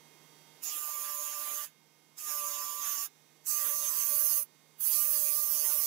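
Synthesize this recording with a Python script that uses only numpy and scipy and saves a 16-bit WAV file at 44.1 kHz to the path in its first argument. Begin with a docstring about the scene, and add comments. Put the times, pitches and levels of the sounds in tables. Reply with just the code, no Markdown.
"""A small fast bench grinder whirrs at idle; four times a gloved hand presses a steel cap on its wheel.
The press rasps, rings and hisses: random grit is read off the rim at the contact, partly kept from turn
to turn, so the sound repeats at the shaft speed, which sags under load. Shaft-order tones join it.
The motor is sine orders over the fan's shaped noise, the draught low noise with puffs.
The near (right) microphone port faces the wheel, the far (left) one is shaded."""
import sys
import numpy as np
from scipy import signal
from scipy.fft import rfft, irfft, next_fast_len
from scipy.io import wavfile
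from scipy.ndimage import uniform_filter1d, map_coordinates

SR = 44100
rng = np.random.default_rng(int(sys.argv[2]) if len(sys.argv) > 2 else 0)


def log_audio(samples):
    """Write samples as a 16-bit WAV file to the path given in sys.argv[1]."""
    # one column per channel
    frames = np.atleast_2d(samples).T
    # limit to full scale, then quantise
    limited = np.clip(frames, -1, 1)
    pcm = np.round(limited * 32767).astype(np.int16)
    wavfile.write(sys.argv[1], SR, pcm)


N = 258426
TIME_S = np.arange(N) / SR
IDLE_HZ = 153.6  # shaft turns per s

# shaft under load, one list per press, levels before trim:
# time_s, shaft_hz, fourth_order_db, eighth_order_db
SHAFT_LOAD = [
    [(.69, 151, -72, -55), (.87, 148.5, -70, -51), (1.03, 147.4, -64, -49), (1.2, 146.5, -60, -52),
     (1.28, 147.1, -67, -52), (1.4, 147.8, -62, -51), (1.63, 147, -65, -49)],
    [(2.25, 150.9, -72, -53), (2.34, 148, -62, -47), (2.5, 145.7, -57, -48), (2.68, 146.1, -69, -49),
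     (2.87, 145.2, -69, -49), (2.98, 143.5, -70, -52), (3.04, 143, -74, -57)],
    [(3.53, 148.5, -64, -48), (3.71, 145.4, -58, -53), (3.82, 146.5, -61, -54), (4.04, 144.5, -67, -55),
     (4.14, 145.5, -57, -54), (4.3, 145.9, -64, -57), (4.41, 145.8, -61, -59)],
    [(4.88, 150.9, -72, -66), (4.96, 149.2, -62, -56), (5.22, 146, -57, -58), (5.39, 147.4, -60, -53),
     (5.48, 147.6, -67, -57), (5.65, 146.5, -58, -63), (5.78, 146.5, -58, -53), (5.86, 146.6, -62, -58)],
]
# presses: touch_s, lift_s, lift_fade_db_per_s, base grit share kept per turn at touch (0-1), at lift (0-1),
# high_spot_bite_db before scaling per layer, seventh_order_top_db before trim, draught_db
PRESS_ROWS = [(0.637, 1.647, 516, 0.4, 0.45, 1.5, -58.5, -80),
              (2.183, 3.061, 995, 0.47, 0.53, 1.5, -53, -77),
              (3.469, 4.43, 995, 0.46, 0.32, 0.5, -61, -71.5), (4.808, 5.896, 991, 0.46, 0.85, 3, -81, -78)]
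(TOUCH_S, LIFT_S, FADE_DB_PER_S, KEPT_AT_TOUCH, KEPT_AT_LIFT,
 BITE_DB, SEVENTH_TOP_DB, DRAUGHT_DB) = np.transpose(PRESS_ROWS)
TOUCH_DB_PER_S = 1202  # rise into the touch

PRESS = np.searchsorted((LIFT_S[:-1] + TOUCH_S[1:]) / 2, TIME_S)  # index of the nearest press
SINCE_TOUCH_S = TIME_S - TOUCH_S[PRESS]
PAST_LIFT_S = np.maximum(TIME_S - LIFT_S[PRESS], 0)
ALONG = np.clip(SINCE_TOUCH_S / (LIFT_S - TOUCH_S)[PRESS], 0, 1)  # 0 at touch, 1 at lift


def amp(db):
    """Amplitude ratio of a level in dB."""
    return 10 ** (np.asarray(db) / 20)


def unit(x):
    """x scaled to an RMS of 1 per channel."""
    return x / np.sqrt(np.mean(x ** 2, axis=-1, keepdims=True) + 1e-20)


def along(points, hz):
    """Interpolates (Hz, value) points on a log frequency axis."""
    f, v = np.transpose(points)
    return np.interp(np.log(hz + 1), np.log(f + 1), v)


def curves(rows):
    """One value per sample for each column after the time."""
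    s, *cols = np.transpose(rows)
    return [np.interp(TIME_S, s, c) for c in cols]


def wobble(knots_per_s):
    """A smooth random curve through normal random knots."""
    knots = rng.standard_normal(int(N * knots_per_s / SR) + 4)
    return map_coordinates(knots, [TIME_S * knots_per_s])


def filtered(x, response):
    """x times a complex response of frequency."""
    m = next_fast_len(N + 8192)
    return irfft(rfft(x, m) * response(np.fft.rfftfreq(m, 1 / SR)), m)[..., :N]


def coloured(x, spectrum):
    """x shaped by (Hz, dB) points, at unit RMS."""
    return unit(filtered(x, lambda hz: amp(along(spectrum, hz))))


def drift(pairs):
    """Per press, a straight line from a value at touch to one at lift."""
    first, last = np.asarray(pairs)[PRESS].T
    return first + (last - first) * ALONG


def edge_db():
    """0 while pressed, falling away before the touch and after the lift."""
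    return TOUCH_DB_PER_S * np.minimum(SINCE_TOUCH_S, 0) - FADE_DB_PER_S[PRESS] * PAST_LIFT_S


def build_db(depth_db, time_s):
    """Starts low at the touch and closes in on 0."""
    return -depth_db * np.exp(-np.maximum(SINCE_TOUCH_S, 0) / time_s)


def shaft_turns():
    """Turns made so far; the wheel sags from the touch and soon recovers off load."""
    lead_s, recover_s = .02, .06
    rows = [(0, IDLE_HZ)]
    for press, touch_s in zip(SHAFT_LOAD, TOUCH_S):
        rows.append((touch_s - lead_s, IDLE_HZ))
        rows += [row[:2] for row in press]
        rows.append((press[-1][0] + recover_s, IDLE_HZ))
    return np.cumsum(curves(rows)[0]) / SR


def rim(turns, kept, spike_db, high_spot_db, count=1):
    """Two channels of grit read off at the contact; each turn keeps a share of the last, breaks new grains."""
    grits = 320  # per turn
    kept = np.clip(np.interp(np.arange(int(turns[-1]) + 2), turns, kept), 0, .99)
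    spikes = amp(spike_db * rng.standard_normal((len(kept), 1, grits)))
    grit = rng.standard_normal((len(kept), 2, grits)) * spikes
    for _ in range(count):  # a second pass makes the wear gradual
        for k in range(1, len(kept)):
            grit[k] = kept[k] * grit[k - 1] + (1 - kept[k] ** 2) ** .5 * grit[k]
        grit /= grit.std(axis=(1, 2), keepdims=True)
    track = np.array([map_coordinates(grit[:, c].ravel(), [turns * grits]) for c in range(2)])
    # the wheel runs out of true: one narrow high spot and four smaller lobes bite harder
    spot = np.exp(1.4 * (np.cos(2 * np.pi * turns) - 1)) - .27
    lobes_db = 0.76 * np.cos(2 * np.pi * 4 * turns + wobble(3.0))
    return track * amp(high_spot_db * spot + lobes_db)


def patches(x, depth_db):
    """Random gain patches a few hundred Hz wide: the part is turned and tilted."""
    z = signal.stft(x, nperseg=256)[2]
    field = uniform_filter1d(rng.standard_normal(z.shape[1:]), size=3, axis=0)
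    for _ in range(2):
        field = uniform_filter1d(field, size=14, axis=1)
    return signal.istft(z * amp(depth_db * field / field.std()), nperseg=256)[1][:, :N]


def draught():
    """Air thrown off the work buffets the far port: lumpy low noise with a few puffs."""
    # puffs at the far port: time_s, level_db
    puff_rows = [(2.41, -71), (2.82, -74), (3.79, -76), (4.0, -71), (4.13, -60), (5.07, -69), (5.29, -75)]
    puff_s = 0.025
    lumps = amp(2.5 * wobble(20)) * rng.standard_normal(N)
    steady = amp(DRAUGHT_DB[PRESS] + edge_db() + 3.5 * wobble(3.2)) * np.sin(np.pi * ALONG)
    puffs = sum(amp(db) * np.exp(-((TIME_S - s) / puff_s) ** 2) for s, db in puff_rows)
    spectrum = [(40, -45), (100, -20), (200, -1), (320, -11.5), (600, -3), (1200, -90)]  # Hz, dB
    return (steady + puffs) * coloured(lumps, spectrum)


def motor(turns):
    """Unbalance hum, commutator and bearing orders over fan rush; quieter pressed and after the first press."""
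    # shaft orders: idle_hz (rounded to a whole order), level_db before trim
    order_rows = [(920.5, -79), (1075, -85), (1229, -84), (1540, -84), (1843, -84), (1997, -85),
                  (2148, -76), (2460, -84), (2767, -84), (3225, -81), (3531, -84), (3688, -81), (3838, -85),
                  (4145, -86), (4608, -80), (4764, -84), (5222, -82), (5529, -86), (5685, -80), (5992, -83),
                  (6142, -87), (6298, -83), (6449, -81), (7526, -81), (7833, -90), (7989, -88), (8296, -88),
                  (10293, -89), (10750, -81), (11213, -89), (11983, -88), (12597, -90), (14131, -89),
                  (14745, -89)]
    # spectrum shape of fan and bearings: frequency_hz, density_db_per_hz
    air_shape = [(25, -19), (60, -21), (100, -13.5), (150, 4.5), (254, 5.5), (473, 4), (563, -2),
                 (928, -0.5), (1420, -8.5), (2170, -8.5), (3300, -9), (4600, -10.5), (6400, -10.5),
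                 (8500, -13.5), (11000, -12), (13000, -10.5), (15000, -14.5)]
    # free-running sound, levels before trim: time_s, bass_db, treble_db
    whirr_rows = [(0, -63.5, -67.5), (.6, -65, -67), (.75, -73, -71), (1.75, -69, -73.5),
                  (2.15, -69.5, -73), (3.15, -71.5, -71), (3.4, -68.5, -71.5), (4.5, -70, -72),
                  (4.75, -69, -71.5), (5.86, -69, -64)]
    bass_db, treble_db = curves(whirr_rows)
    pressed = amp(edge_db())  # 0-1
    tones = 0
    for hz, db in order_rows:
        cycles = round(hz / IDLE_HZ) * turns + rng.random((2, 1))
        tones = tones + amp(db + 1.6 * wobble(5.3)) * np.sin(2 * np.pi * cycles)
    per_turn = rim(turns, np.full(N, .98), 2.6, 0.74)  # nearly the same each turn
    rush = coloured(rng.standard_normal((2, N)) + 0.31 * per_turn, air_shape)
    whole = rush + amp(66 - 2.5 * pressed) * tones
    bass = filtered(whole, lambda hz: 1 / (1 + (hz / 700) ** 2))
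    unbalance = amp(-4.5 - 8.5 * pressed + 0.57 * wobble(5.7)) * np.sin(2 * np.pi * turns)
    hum = amp(bass_db) * (bass + unbalance)
    whine = amp(treble_db + 7 - 0.43 * pressed) * (whole - bass)
    return hum, whine


def wheel_tones(turns):
    """Under load the fourth, seventh and eighth orders of the shaft shake housing and bench."""
    rise_db, rise_s = 22, 0.037  # build-up after touch
    lead_s, dying_db_per_s = 0.022, 460  # the tones start to die just before the lift
    seventh_arch_db = 29.5  # swell to mid-press
    fourth_db, eighth_db = curves(np.concatenate(SHAFT_LOAD))[1:]
    seventh_db = SEVENTH_TOP_DB[PRESS] - seventh_arch_db * (2 * ALONG - 1) ** 2

    def tone(order, db):
        level = amp(db + 3.5 + 2.05 * wobble(45))
        return level * np.sin(2 * np.pi * order * turns + 0.66 * wobble(25))

    dying_db = dying_db_per_s * np.maximum(TIME_S - LIFT_S[PRESS] + lead_s, 0)
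    load = amp(edge_db() + build_db(rise_db, rise_s) - dying_db)
    return load * (tone(4, fourth_db) + tone(7, seventh_db) + tone(8, eighth_db))


def cap(scrape):
    """The scrape rings each broad mode of the cap; the grip shares the same energy out among them."""
    # modes of the cap: frequency_hz, width_hz
    mode_rows = [(4700, 890), (5450, 560), (6350, 650), (7000, 820), (7900, 1050)]
    # the fingers damp the modes, per press: five relative mode_db at touch, five at lift
    grip_db = [
        [(-4, -0.5, 2.8, 11.8, -40), (-6.5, -6, 2.7, 2.3, -5.5)],
        [(-10, 2, 0.77, 5.4, -6), (-9, -9, 1.3, 1.2, -45)],
        [(-7.5, -16.5, 6.3, -7, 2.5), (-0.5, -2, 10.3, -34, 0.6)],
        [(7, -0.81, 11, -9, 14), (-4.5, -0.3, 2.5, -13, -4)],
    ]
    gains = np.array([amp(drift(db)) for db in np.moveaxis(grip_db, 2, 0)])
    gains = gains / np.sqrt(np.sum(gains ** 2, axis=0))

    def mode(hz, width_hz):
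        return lambda f: np.abs(f * width_hz / (hz * hz - f * f + 1j * f * width_hz)) ** 2

    return unit(sum(g * unit(filtered(scrape, mode(*row))) for row, g in zip(mode_rows, gains)))


def grinding(turns):
    """Grit rasps, rings the cap and hisses; each layer keeps its own share of grit from turn to turn."""
    # while pressed, one list per press, levels before trim: time_s, hiss_db, ring_db, rasp_db
    pressure_rows = [
        [(0.64, -38, -41.5, -55), (0.7, -40.5, -42, -54), (0.778, -37, -48, -53), (0.806, -38.5, -46.5, -57),
         (1.048, -38.5, -48, -53.5), (1.202, -39, -48, -56.5), (1.344, -40, -47, -53.5),
         (1.382, -39.5, -49.5, -53.5), (1.536, -37, -48.5, -51), (1.64, -40.5, -49.5, -54.5)],
        [(2.19, -45.5, -48.5, -61.5), (2.238, -40.5, -48.5, -60.5), (2.282, -38, -45, -51.5),
         (2.346, -36, -46.5, -56), (2.588, -39.5, -44.5, -52.5), (2.8, -41, -47, -55.5), (2.856, -36, -45, -51),
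         (2.988, -37, -42.5, -54), (3.034, -35.5, -45.5, -52.5), (3.055, -39.5, -46.5, -55.5)],
        [(3.47, -36.5, -40.5, -60.5), (3.488, -31.5, -37, -55.5), (3.634, -31.5, -42.5, -53),
         (3.664, -32, -43, -48.5), (3.774, -34, -42.5, -59), (3.828, -34.5, -43, -54),
         (4.008, -31.5, -40.5, -54.5), (4.16, -29, -41, -54.5), (4.384, -27.5, -42, -55),
         (4.42, -34, -51, -61.5)],
        [(4.812, -33.5, -51, -63), (4.876, -27.5, -39.5, -55.5), (4.898, -31.5, -48.5, -56),
         (4.934, -27.5, -38, -53.5), (5.092, -30, -45.5, -56), (5.118, -28, -42.5, -55),
         (5.474, -30.5, -45, -59), (5.71, -31, -42, -53.5), (5.784, -29, -46.5, -55.5),
         (5.86, -31.5, -39.5, -57)],
    ]
    # spectrum shape of the rasp: frequency_hz, density_db_per_hz
    rasp_shape = [(150, -51), (250, -5), (600, -3.5), (800, -1), (1100, 5.5), (1500, 2.5), (1800, 4),
                  (2200, 2.5), (2700, 6.5), (3300, 3), (3900, 2), (4400, -10.5), (5200, -31), (8000, -120)]
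    # spectrum shape of the hiss: frequency_hz, density_db_per_hz
    hiss_shape = [(5000, -120), (7000, -38), (8000, -16.5), (8800, -12), (9600, 1), (10600, -0.5),
                  (11300, -1), (12100, 4.5), (13000, 0.5), (14000, 5), (15000, 0.5)]
    hiss_db, ring_db, rasp_db = curves(np.concatenate(pressure_rows))
    kept = drift(np.transpose([KEPT_AT_TOUCH, KEPT_AT_LIFT])) + 0.18 * wobble(10)
    bite_db = BITE_DB[PRESS] + 1.5 * wobble(14)
    rasp_grit = rim(turns, 0.33 + .3 * kept, 2.54, 1.06 * bite_db, count=2)
    ring_grit = rim(turns, kept - .12, 2.1, 0.37 * bite_db, count=2)
    hiss_grit = rim(turns, kept - .05, 1, bite_db)
    rasp = coloured(patches(rasp_grit, 2.57), rasp_shape)
    ring = cap(patches(ring_grit, 2.46))
    hiss = coloured(patches(hiss_grit, 2.0), hiss_shape)
    treble = amp(ring_db) * ring + amp(hiss_db + 0.23 * wobble(14)) * hiss
    rasp_edge_db = 0.59 * edge_db()  # softer edges than the treble
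    return amp(1.5 + rasp_db + rasp_edge_db) * rasp, amp(2.5 + edge_db()) * treble


def scene():
    """The far (left) port hears a filtered copy, alike around 550 Hz and less so above and below."""
    # left-right likeness: frequency_hz, likeness (0-1)
    alike = [(60, 0.07), (180, 0.68), (550, 1), (1650, 0.52), (4970, 0.16), (15000, 0.38)]
    # far port against near port: frequency_hz, level_db
    far_shape = [(60, -25), (140, -19.5), (330, -16.5), (770, -11.5), (1170, -14), (1800, -9), (2740, -6.5),
                 (4200, -8.5), (6200, -18), (7000, -17), (8500, -6), (9800, -16.5), (12000, -20),
                 (14000, -28.5), (15000, -40)]
    # extra grinding treble gain at the far port, per press: touch_db, lift_db
    shading_db = [(3.5, 4), (5, 3.5), (-0.5, -3), (-4, -7)]
    idle_shade_db, far_leads_s = -5, 2e-5  # the far port hears it slightly earlier
    turns = shaft_turns()
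    rasp, hiss = grinding(turns)
    hum, whine = motor(turns)
    low = rasp + hum + wheel_tones(turns)
    shaded = low + amp(drift(shading_db)) * hiss + amp(idle_shade_db) * whine

    def far_response(hz):
        like = np.clip(along(alike, hz), 0, 1)
        path = amp(along(far_shape, hz)) * np.exp(2j * np.pi * hz * far_leads_s)
        return path * np.array([like, np.sqrt(1 - like ** 2)])  # shared part, independent part

    far = filtered(shaded, far_response).sum(axis=0)
    near = (low + hiss + whine)[0]
    return np.array([amp(3.5) * far + draught(), amp(3.5) * near])


def record(dry):
    """Soft fade over the 120 Hz below the top of the band."""
    top_hz = 15725
    return filtered(dry, lambda hz: np.sin(np.pi / 2 * np.clip((top_hz - hz) / 120, 0, 1)) ** 2)


dry = scene()
out = record(dry)
log_audio(out)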